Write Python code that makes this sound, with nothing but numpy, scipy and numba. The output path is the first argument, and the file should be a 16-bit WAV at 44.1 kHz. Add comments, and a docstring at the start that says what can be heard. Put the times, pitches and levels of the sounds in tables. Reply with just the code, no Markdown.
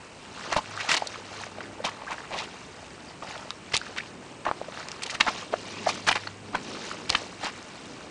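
"""An open mud flat with no walls: rubber boots wade through the slop, a few steps from a low microphone.
Each step squeezes out a gurgling, spitting cloud of tiny air cells that ring as they burst.
Trapped pockets pop, wet films snap, air squeaks through narrow gaps and the ground bumps under the weight.
The mud goes on oozing between steps; faint wind and a low hum lie behind."""
import sys
import numpy as np
from scipy import signal
from scipy.fft import rfft, irfft
from scipy.io import wavfile
from scipy.ndimage import uniform_filter1d
from numba import njit

SR = 44100
rng = np.random.default_rng(int(sys.argv[2]) if len(sys.argv) > 2 else 0)


def waveform_to_disk(signal):
    """Save audio, clipped to [-1, 1], as 16-bit WAV at the path in sys.argv[1]."""
    frames = np.transpose(np.atleast_2d(signal))
    scaled = np.clip(frames, -1, 1) * 32767
    samples = np.round(scaled).astype(np.int16)
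    wavfile.write(sys.argv[1], SR, samples)


N = 357210
TIME = np.arange(N) / SR

# Levels and pitches in the tables are nominal: each layer trims them.
# tone colour of still outdoor air: frequency_hz, density_db
AIR_SPECTRUM = [(25, -23), (50, -6.5), (90, -0.5), (170, 1), (300, -2.5), (550, -4), (1000, -6),
                (1700, -10.5), (2800, -10.5), (4500, -26.5), (6500, -20.5), (8300, -18.5), (10000, -28.5)]
# rise and fall of the soft wind: time_s, level_db
WIND_LEVELS = [(0.0, -61), (0.38, -49), (0.97, -58), (1.67, -47.5), (2.1, -56), (2.26, -51.5), (3.54, -55),
               (4.4, -48.5), (5.19, -52), (5.73, -44), (5.93, -44.5), (6.16, -54), (6.38, -50),
               (6.63, -42.5), (6.95, -44), (7.51, -51.5), (7.71, -52), (8.1, -46.5)]
# a low hum that comes and goes: time_s, level_db
HUM_LEVELS = [(0, -68), (.5, -62), (.75, -49), (1, -74), (1.25, -55.5), (1.75, -56.5), (2, -67.5),
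              (5.4, -64), (5.8, -53.5), (6.35, -49.5), (6.6, -59.5), (8.1, -69)]
# a boot sinks or slides slowly under the body's weight: crest_s, half_width_s, bubbling_db, fizz_db
BOOT_SLIDES = [(0.485, 0.15, -40.5, -43), (0.835, 0.18, -39.5, -42.5), (1.06, 0.15, -42, -44.5),
               (1.38, 0.13, -43.5, -45), (1.632, 0.12, -46, -54), (2.08, 0.44, -46.5, -56.5),
               (2.856, 0.23, -51, -55.5), (3.34, 0.12, -42.5, -46), (3.908, 0.057, -44.5, -48.5),
               (4.845, 0.28, -46.5, -50), (5.346, 0.1, -42.5, -41.5), (5.88, 0.35, -45.5, -41.5),
               (6.808, 0.21, -42, -40.5), (7.313, 0.22, -51.5, -48.5), (7.79, 0.26, -50, -50)]
# the weight of a boot landing: start_s, level_db
BOOT_LANDINGS = [(0.563, -28), (3.739, -30.5), (5.205, -39), (6.085, -36), (7.098, -33), (7.149, -43)]
# air squeezed through narrow gaps: start_s, length_s, first_pitch_hz, last_pitch_hz, level_db
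GAP_SQUEAKS = [(0.789, 0.018, 1810, 2920, -34), (1.065, 0.016, 3930, 4430, -33),
               (2.064, 0.032, 1140, 2360, -35.5), (2.11, 0.025, 1700, 2500, -38),
               (3.037, 0.11, 4800, 4600, -52.5), (3.996, 0.017, 1470, 2950, -31),
               (5.365, 0.03, 3660, 4300, -39.5), (5.707, 0.14, 2280, 2800, -43.5),
               (6.269, 0.0093, 3810, 4430, -29.5)]
# wet films that snap: start_s, peak_db, pitch_hz
FILM_SNAPS = [(0.545, -20, 1570), (0.9152, -9.5, 1860), (0.9674, -9.5, 2800), (1.071, -17, 3600),
              (1.4359, -19.5, 1600), (1.6057, -23, 1900), (3.5048, -12.5, 3560), (3.7665, -4, 4100),
              (3.7742, -12, 3850), (4.8848, -17.5, 2560), (4.9166, -19, 3870), (5.021, -21, 2400),
              (5.0972, -21, 4000), (6.0855, -7.5, 2360), (6.1264, -9.5, 2180), (6.2717, -18.5, 2060),
              (7.0951, -14, 2760), (7.1012, -6.5, 4160), (7.151, -4.5, 2280)]
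# large air pockets that burst: start_s, peak_db, pitch_hz, opening_ms
AIR_POCKETS = [(0.7752, -21, 1440, 0.99), (1.021, -14.5, 776, 1.64), (1.157, -26.5, 1220, 1.4),
               (1.5837, -26.5, 645, 1.8), (1.801, -25.5, 540, 2.9), (2.1823, -21.5, 1470, 0.26),
               (3.3567, -28, 1170, 0.87), (3.5057, -25.5, 1200, 1.2), (3.814, -24.5, 1490, 1.4),
               (3.866, -29, 1600, 1.1), (4.4635, -16, 1060, 2.2), (4.5132, -8, 920, 0.51),
               (4.6145, -19, 546, 1.04), (4.683, -27, 590, 2.6), (5.537, -12, 630, 2.2),
               (5.863, -20, 850, 2.6), (5.8687, -11, 707, 3.4), (5.891, -14, 1050, 0.86),
               (6.9134, -22.5, 1310, 1.5), (7.1484, -10.5, 1230, 0.85)]
# mud squeezed or torn by a boot: crest_s, rise_s, fall_s, gurgle_hz, gurgle_db, spray_hz, spray_db
BOOT_SQUELCHES = [(0.528, 0.014, 0.016, 1120, -28.5, 2890, -33.5),
                  (0.566, 0.0074, 0.021, 846, -23, 2940, -32.5),
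                  (0.809, 0.017, 0.023, 1310, -47, 2470, -36),
                  (0.892, 0.0044, 0.015, 1150, -30, 3630, -27.5),
                  (0.918, 0.014, 0.024, 1130, -33, 2960, -26.5),
                  (0.944, 0.016, 0.019, 990, -29.5, 3270, -29),
                  (0.9705, 0.002, 0.01, 1040, -31.5, 2780, -27.5), (1.85, 0.01, 0.037, 894, -31, 2950, -33),
                  (2.127, 0.038, 0.018, 1120, -36, 2370, -42.5), (2.34, 0.03, 0.025, 795, -35, 2770, -41),
                  (2.389, 0.033, 0.052, 745, -40, 3150, -38), (3.226, 0.0048, 0.009, 870, -36, 2700, -49.5),
                  (3.724, 0.0046, 0.007, 1300, -40, 2960, -43),
                  (3.742, 0.0061, 0.015, 960, -30.5, 3430, -25),
                  (3.986, 0.019, 0.0067, 1220, -39, 2240, -33.5),
                  (4.452, 0.0025, 0.017, 1120, -36, 2080, -42),
                  (4.482, 0.014, 0.013, 870, -27, 2500, -43.5),
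                  (5.024, 0.0023, 0.0059, 1200, -43, 3440, -41),
                  (5.037, 0.0098, 0.0077, 890, -44.5, 3600, -33.5),
                  (5.065, 0.0037, 0.0041, 736, -57, 4300, -35), (5.101, 0.0033, 0.02, 820, -68, 3960, -37),
                  (5.151, 0.014, 0.012, 1350, -36.5, 3430, -38.5),
                  (5.21, 0.0076, 0.0065, 1296, -23.5, 2410, -18),
                  (5.282, 0.016, 0.014, 980, -24.5, 2500, -31.5),
                  (5.535, 0.014, 0.012, 673, -34.5, 2400, -41.5),
                  (5.897, 0.02, 0.015, 1020, -37.5, 3580, -31.5),
                  (6.091, 0.02, 0.011, 1095, -25.5, 2880, -24),
                  (6.116, 0.005, 0.0071, 1030, -24.5, 2630, -26),
                  (6.159, 0.008, 0.015, 1115, -29.5, 2130, -31.5),
                  (6.552, 0.022, 0.023, 935, -28.5, 2370, -39),
                  (7.102, 0.0088, 0.0046, 730, -31, 4100, -27), (7.126, 0.017, 0.03, 810, -39, 2930, -38.5),
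                  (7.153, 0.0022, 0.0017, 1510, -23, 2320, -21),
                  (7.456, 0.038, 0.036, 1110, -34.5, 2980, -37)]


def undb(db):
    """Decibels to gain."""
    return 10 ** (np.asarray(db) / 20)


def unit(x):
    """Scale to rms 1."""
    return x / np.sqrt(np.mean(x ** 2) + 1e-18)


def fader(table):
    """A level curve drawn through rows of time_s, level_db."""
    return np.interp(TIME, *np.transpose(table))


def add(out, start_s, x):
    """Mix x into out from start_s."""
    i = max(int(start_s * SR), 0)
    out[i:i + len(x)] += x[:max(N - i, 0)]


def band(x, low_hz, high_hz, order=2):
    """Band-pass."""
    return signal.sosfilt(signal.butter(order, [low_hz, high_hz], "band", fs=SR, output="sos"), x)


def wobble(rate_hz):
    """Slow random modulation, rms 1."""
    hold = int(SR / rate_hz)
    steps = np.repeat(rng.standard_normal(N // hold + 1), hold)
    return unit(uniform_filter1d(steps, hold)[:N])


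@njit
def ring(samples, start, hz, cycles, gain, glide):
    """Small cavities open, ring for a few cycles and glide in pitch."""
    out = np.zeros(samples)
    for k in range(len(start)):
        life, phase = cycles[k] * SR / hz[k], 0.
        for i in range(min(int(5 * life), samples - start[k])):
            age = i / life
            phase += 2 * np.pi * hz[k] * (1 + glide[k] * age) / SR
            out[start[k] + i] += gain[k] * (1 - np.exp(-4 * age)) * np.exp(-age) * np.sin(phase)
    return out


def cells(hz, per_s, octaves, cycles, scatter_db, glide, clump_db=3, drift=0.22, count=600):
    """The wet grain: a stream of bursting air cells scattered round the pitch track hz, rms 1."""
    gap, spread, length, strength, bend = rng.random((5, count))
    # neighbouring cells burst at like strengths and pitches
    clump, wander = (unit(uniform_filter1d(v, size=6)) for v in rng.standard_normal((2, count)))
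    start = (np.cumsum(2 * gap) / per_s * SR).astype(np.int64)
    detune = octaves * np.log(spread / (1 - spread)) / 2 + drift * wander
    pitch = np.clip(hz[np.minimum(start, len(hz) - 1)] * 2 ** detune, 120, 12000)
    gain = undb(clump_db * clump - scatter_db * np.log(1 - .98 * strength)) * np.sqrt(pitch)
    return unit(ring(len(hz), start, pitch, cycles * (.5 + length), gain, glide * (2 * bend - .5)))


def outdoors(air_db=-47.5, gust_db=1.26, hum_hz=101, hiss_db=-69):
    """The bed: steady open air, a soft low wind, a wavering hum and a thin high hiss."""
    hz, db = np.transpose(AIR_SPECTRUM)
    bins_hz = np.arange(N // 2 + 1) * SR / N
    colour = undb(np.interp(np.log(bins_hz + 1), np.log(hz), db))
    air = unit(irfft(rfft(rng.standard_normal(N)) * colour, N))
    wind = unit(band(rng.standard_normal(N), 177, 442))
    wind *= undb(fader(WIND_LEVELS) + gust_db * wobble(8.8))
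    hum_pitch = hum_hz * (1 + 0.0116 * wobble(6.6))
    hum = np.sqrt(2) * np.sin(2 * np.pi * np.cumsum(hum_pitch) / SR)
    hiss = unit(band(rng.standard_normal(N), 8030, 8230))
    return undb(air_db) * air + wind + undb(fader(HUM_LEVELS)) * hum + undb(hiss_db) * hiss


def creep(rest_db=-54.5, stir_db=-54, settle_s=.09, spatter_db=-19, spatter_s=0.086, fizz_lift_db=0.5):
    """Envelopes for bubbling and fizz: squelches leave settling mud and falling spray, slides a swell."""
    power = np.full(N, undb(rest_db) ** 2)
    t = TIME[:SR]
    settling = undb(stir_db) * np.exp(-t / settle_s)
    for crest_s, *_, spray_db in BOOT_SQUELCHES:
        spatter = undb(spray_db + spatter_db) * np.exp(-t / spatter_s)
        add(power, crest_s, settling ** 2 + spatter ** 2)
    bubble_power, fizz_power = power, power * undb(fizz_lift_db) ** 2
    for crest_s, half_width_s, bubbling_db, fizz_db in BOOT_SLIDES:
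        swell = np.exp(-((TIME - crest_s) / half_width_s) ** 2)
        bubble_power += (undb(bubbling_db) * swell) ** 2
        fizz_power += (undb(fizz_db) * swell) ** 2
    return np.sqrt(bubble_power), np.sqrt(fizz_power)


def ooze(bubbling, fizzing, uneven_db=1.6):
    """Disturbed mud keeps bubbling and fizzing, unevenly, as it creeps back."""
    bubbles = cells(np.full(N, 1100.), per_s=1200, octaves=0.86, cycles=1.3,
                    scatter_db=5.0, glide=0.075, clump_db=1.5, count=13000)
    fizz = cells(np.full(N, 4100.), per_s=4000, octaves=0.782, cycles=3.6,
                 scatter_db=2.5, glide=0.032, clump_db=2.0, count=42000)
    texture = bubbling * unit(band(bubbles, 250, 8300)) + fizzing * unit(band(fizz, 1300, 8100))
    return undb(uneven_db * wobble(18)) * texture


def thuds(attack_s=0.0031, decay_s=0.015, trim_db=-5, slap_db=-2):
    """The soft ground takes the weight with a deep bump and a dull slap."""
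    out, t = np.zeros(N), TIME[:SR // 6]
    envelope = np.exp(-t / decay_s) * (1 - np.exp(-t / attack_s))
    for start_s, level_db in BOOT_LANDINGS:
        bump = unit(band(rng.standard_normal(SR), 23, 54)[-len(t):])
        slap = unit(band(rng.standard_normal(len(t)), 90, 560))
        add(out, start_s, undb(level_db + trim_db) * (bump + undb(slap_db) * slap) * envelope)
    return out


def squeaks():
    """Air forced through a narrowing wet gap rings it, raggedly, on a sliding pitch."""
    out = np.zeros(N)
    for start_s, length_s, first_hz, last_hz, level_db in GAP_SQUEAKS:
        sweep = np.geomspace(first_hz, last_hz, int(length_s * SR))
        squeak = cells(sweep, per_s=1200, octaves=.05, cycles=4.5,
                       scatter_db=2, glide=.01, clump_db=1, drift=.03)
        add(out, start_s, undb(level_db) * squeak * np.hanning(len(sweep)))
    return out


def snaps(decay_s=0.0014, trim_db=-2):
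    """A film of slurry tears in a quick run of ticks."""
    out, t = np.zeros(N), TIME[:SR // 80]
    for start_s, peak_db, hz in FILM_SNAPS:
        ticks = cells(np.full(len(t), float(hz)), per_s=2300, octaves=0.49, cycles=1.5,
                      scatter_db=1.5, glide=0.025, clump_db=2)
        tear = band(ticks * np.exp(-t / decay_s), 700, 14000)
        add(out, start_s, undb(peak_db + trim_db) * tear / np.abs(tear).max())
    return out


def pop(hz, opening_ms, glide=0.097, rim_db=-15):
    """An air pocket opens and rings briefly, its pitch rising as the hole widens; its rim crackles."""
    opening_samples = max(opening_ms, .4) / 1000 * SR
    age = np.arange(int(12 * opening_samples)) / opening_samples
    swell = (age * np.exp(1 - age)) ** 1.76
    pitch = hz * (1 + glide * (np.minimum(age, 4) - 1.4))
    tone = np.sin(2 * np.pi * np.cumsum(pitch) / SR)
    rim = cells(np.full(len(age), 2. 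* hz), per_s=2300, octaves=0.23, cycles=1.45,
                scatter_db=1, glide=0.019)
    return swell * (tone + undb(rim_db) * rim)


def pockets(bubbling, trim_db=-1, strays=36, stray_hz=824, stray_octaves=0.78, stray_lift_db=12.5):
    """Large air pockets pop on cue; small strays pop by chance, riding the level of the bubbling."""
    out = np.zeros(N)
    for start_s, peak_db, hz, opening_ms in AIR_POCKETS:
        add(out, start_s, undb(peak_db + trim_db) * pop(hz, opening_ms))
    for when, detune, strength in rng.random((strays, 3)):
        i = int(when * N)
        hz = stray_hz * 2 ** (stray_octaves * (2 * detune - 1))
        gain = bubbling[i] * undb(stray_lift_db) * (.5 + strength)
        add(out, TIME[i], gain * pop(hz, opening_ms=1.53))
    return out


def squelch(rise_s, fall_s, gurgle_hz, gurgle_db, spray_hz, spray_db, slosh_db=-13, quick_s=0.042):
    """Pressure builds and lets go: air cells gurgle upward as the gap closes, and fine spray spits."""
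    length_s = rise_s + fall_s
    t = np.arange(-1.3 * rise_s * SR, 1.44 * fall_s * SR) / SR  # zero at the crest
    from_crest = np.abs(np.where(t < 0, t / rise_s, t / fall_s))
    pressure = np.exp(-1.6 * from_crest ** 0.79) * signal.windows.tukey(len(t), .15)
    closing = 2 ** (0.33 * t / length_s)
    # a quick tear crackles, a slow slide smears
    grit = min(quick_s / length_s, 1) ** 0.26
    gurgle = cells(0.967 * gurgle_hz * closing, per_s=1100, octaves=0.4, cycles=1.58,
                   scatter_db=4.0 * grit, glide=0.087, clump_db=5.3, drift=0.14)
    spray = cells(np.full(len(t), 0.986 * spray_hz), per_s=2600, octaves=0.63, cycles=0.96,
                  scatter_db=2.2 * grit, glide=0.051, clump_db=2 * grit, drift=0.23)
    # the channel under the sole rings on one sliding pitch
    channel = cells(.7 * spray_hz * closing ** 2.5, per_s=900, octaves=.08, cycles=3.5,
                    scatter_db=2, glide=.01, clump_db=1.5, drift=.07)
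    # the bulk of the slurry shifts with a low slosh
    slosh = cells(np.full(len(t), 300.), per_s=500, octaves=0.57, cycles=0.86,
                  scatter_db=5.0, glide=0.025, clump_db=-5.5)
    layers = [(gurgle_db, band(gurgle, 120, 2700)), (spray_db - 0.5, band(spray, 1670, 10300)),
              (spray_db - 8, channel), (gurgle_db + slosh_db, slosh)]
    length_trim = np.sqrt(length_s * SR / len(t))
    return length_trim * sum(undb(db) * unit(layer * pressure) for db, layer in layers)


def squelches(spray_lift_db=2.38, shortest_s=.002):
    """Each push and pull of the boots squeezes or tears the mud."""
    out = np.zeros(N)
    for crest_s, rise_s, fall_s, gurgle_hz, gurgle_db, spray_hz, spray_db in BOOT_SQUELCHES:
        rise_s, fall_s = max(rise_s, shortest_s), max(fall_s, shortest_s)
        hit = squelch(rise_s, fall_s, gurgle_hz, gurgle_db, spray_hz, spray_db + spray_lift_db)
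        add(out, crest_s - 1.3 * rise_s, hit)
    return out


def scene(scatter_db=-20, scatter_s=0.013):
    """The mono mix: wet mud with a faint scatter off the lumpy ground, over thuds and the outdoor bed."""
    bubbling, fizzing = creep()
    mud = squelches() + squeaks() + pockets(bubbling) + snaps() + ooze(bubbling, fizzing)
    t = TIME[:SR // 6]
    ground = band(rng.standard_normal(len(t)), 300, 3900) * np.exp(-t / scatter_s) * (t > .002)
    scatter = signal.fftconvolve(mud, ground / np.linalg.norm(ground))[:N]
    return (mud + undb(scatter_db) * scatter + thuds() + outdoors())[None]


def record(dry, scoop=0.28, dull_hz=9400, top_hz=10150):
    """A small camera's microphone: slightly scooped upper mids, dull treble and a steep cut on top."""
    scooped = dry - scoop * band(dry, 3160, 3700, order=1)
    dulled = signal.sosfilt(signal.butter(2, dull_hz, fs=SR, output="sos"), scooped)
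    return signal.sosfilt(signal.ellip(10, .3, 70, top_hz, fs=SR, output="sos"), dulled)


dry = scene()
out = record(dry)
waveform_to_disk(out)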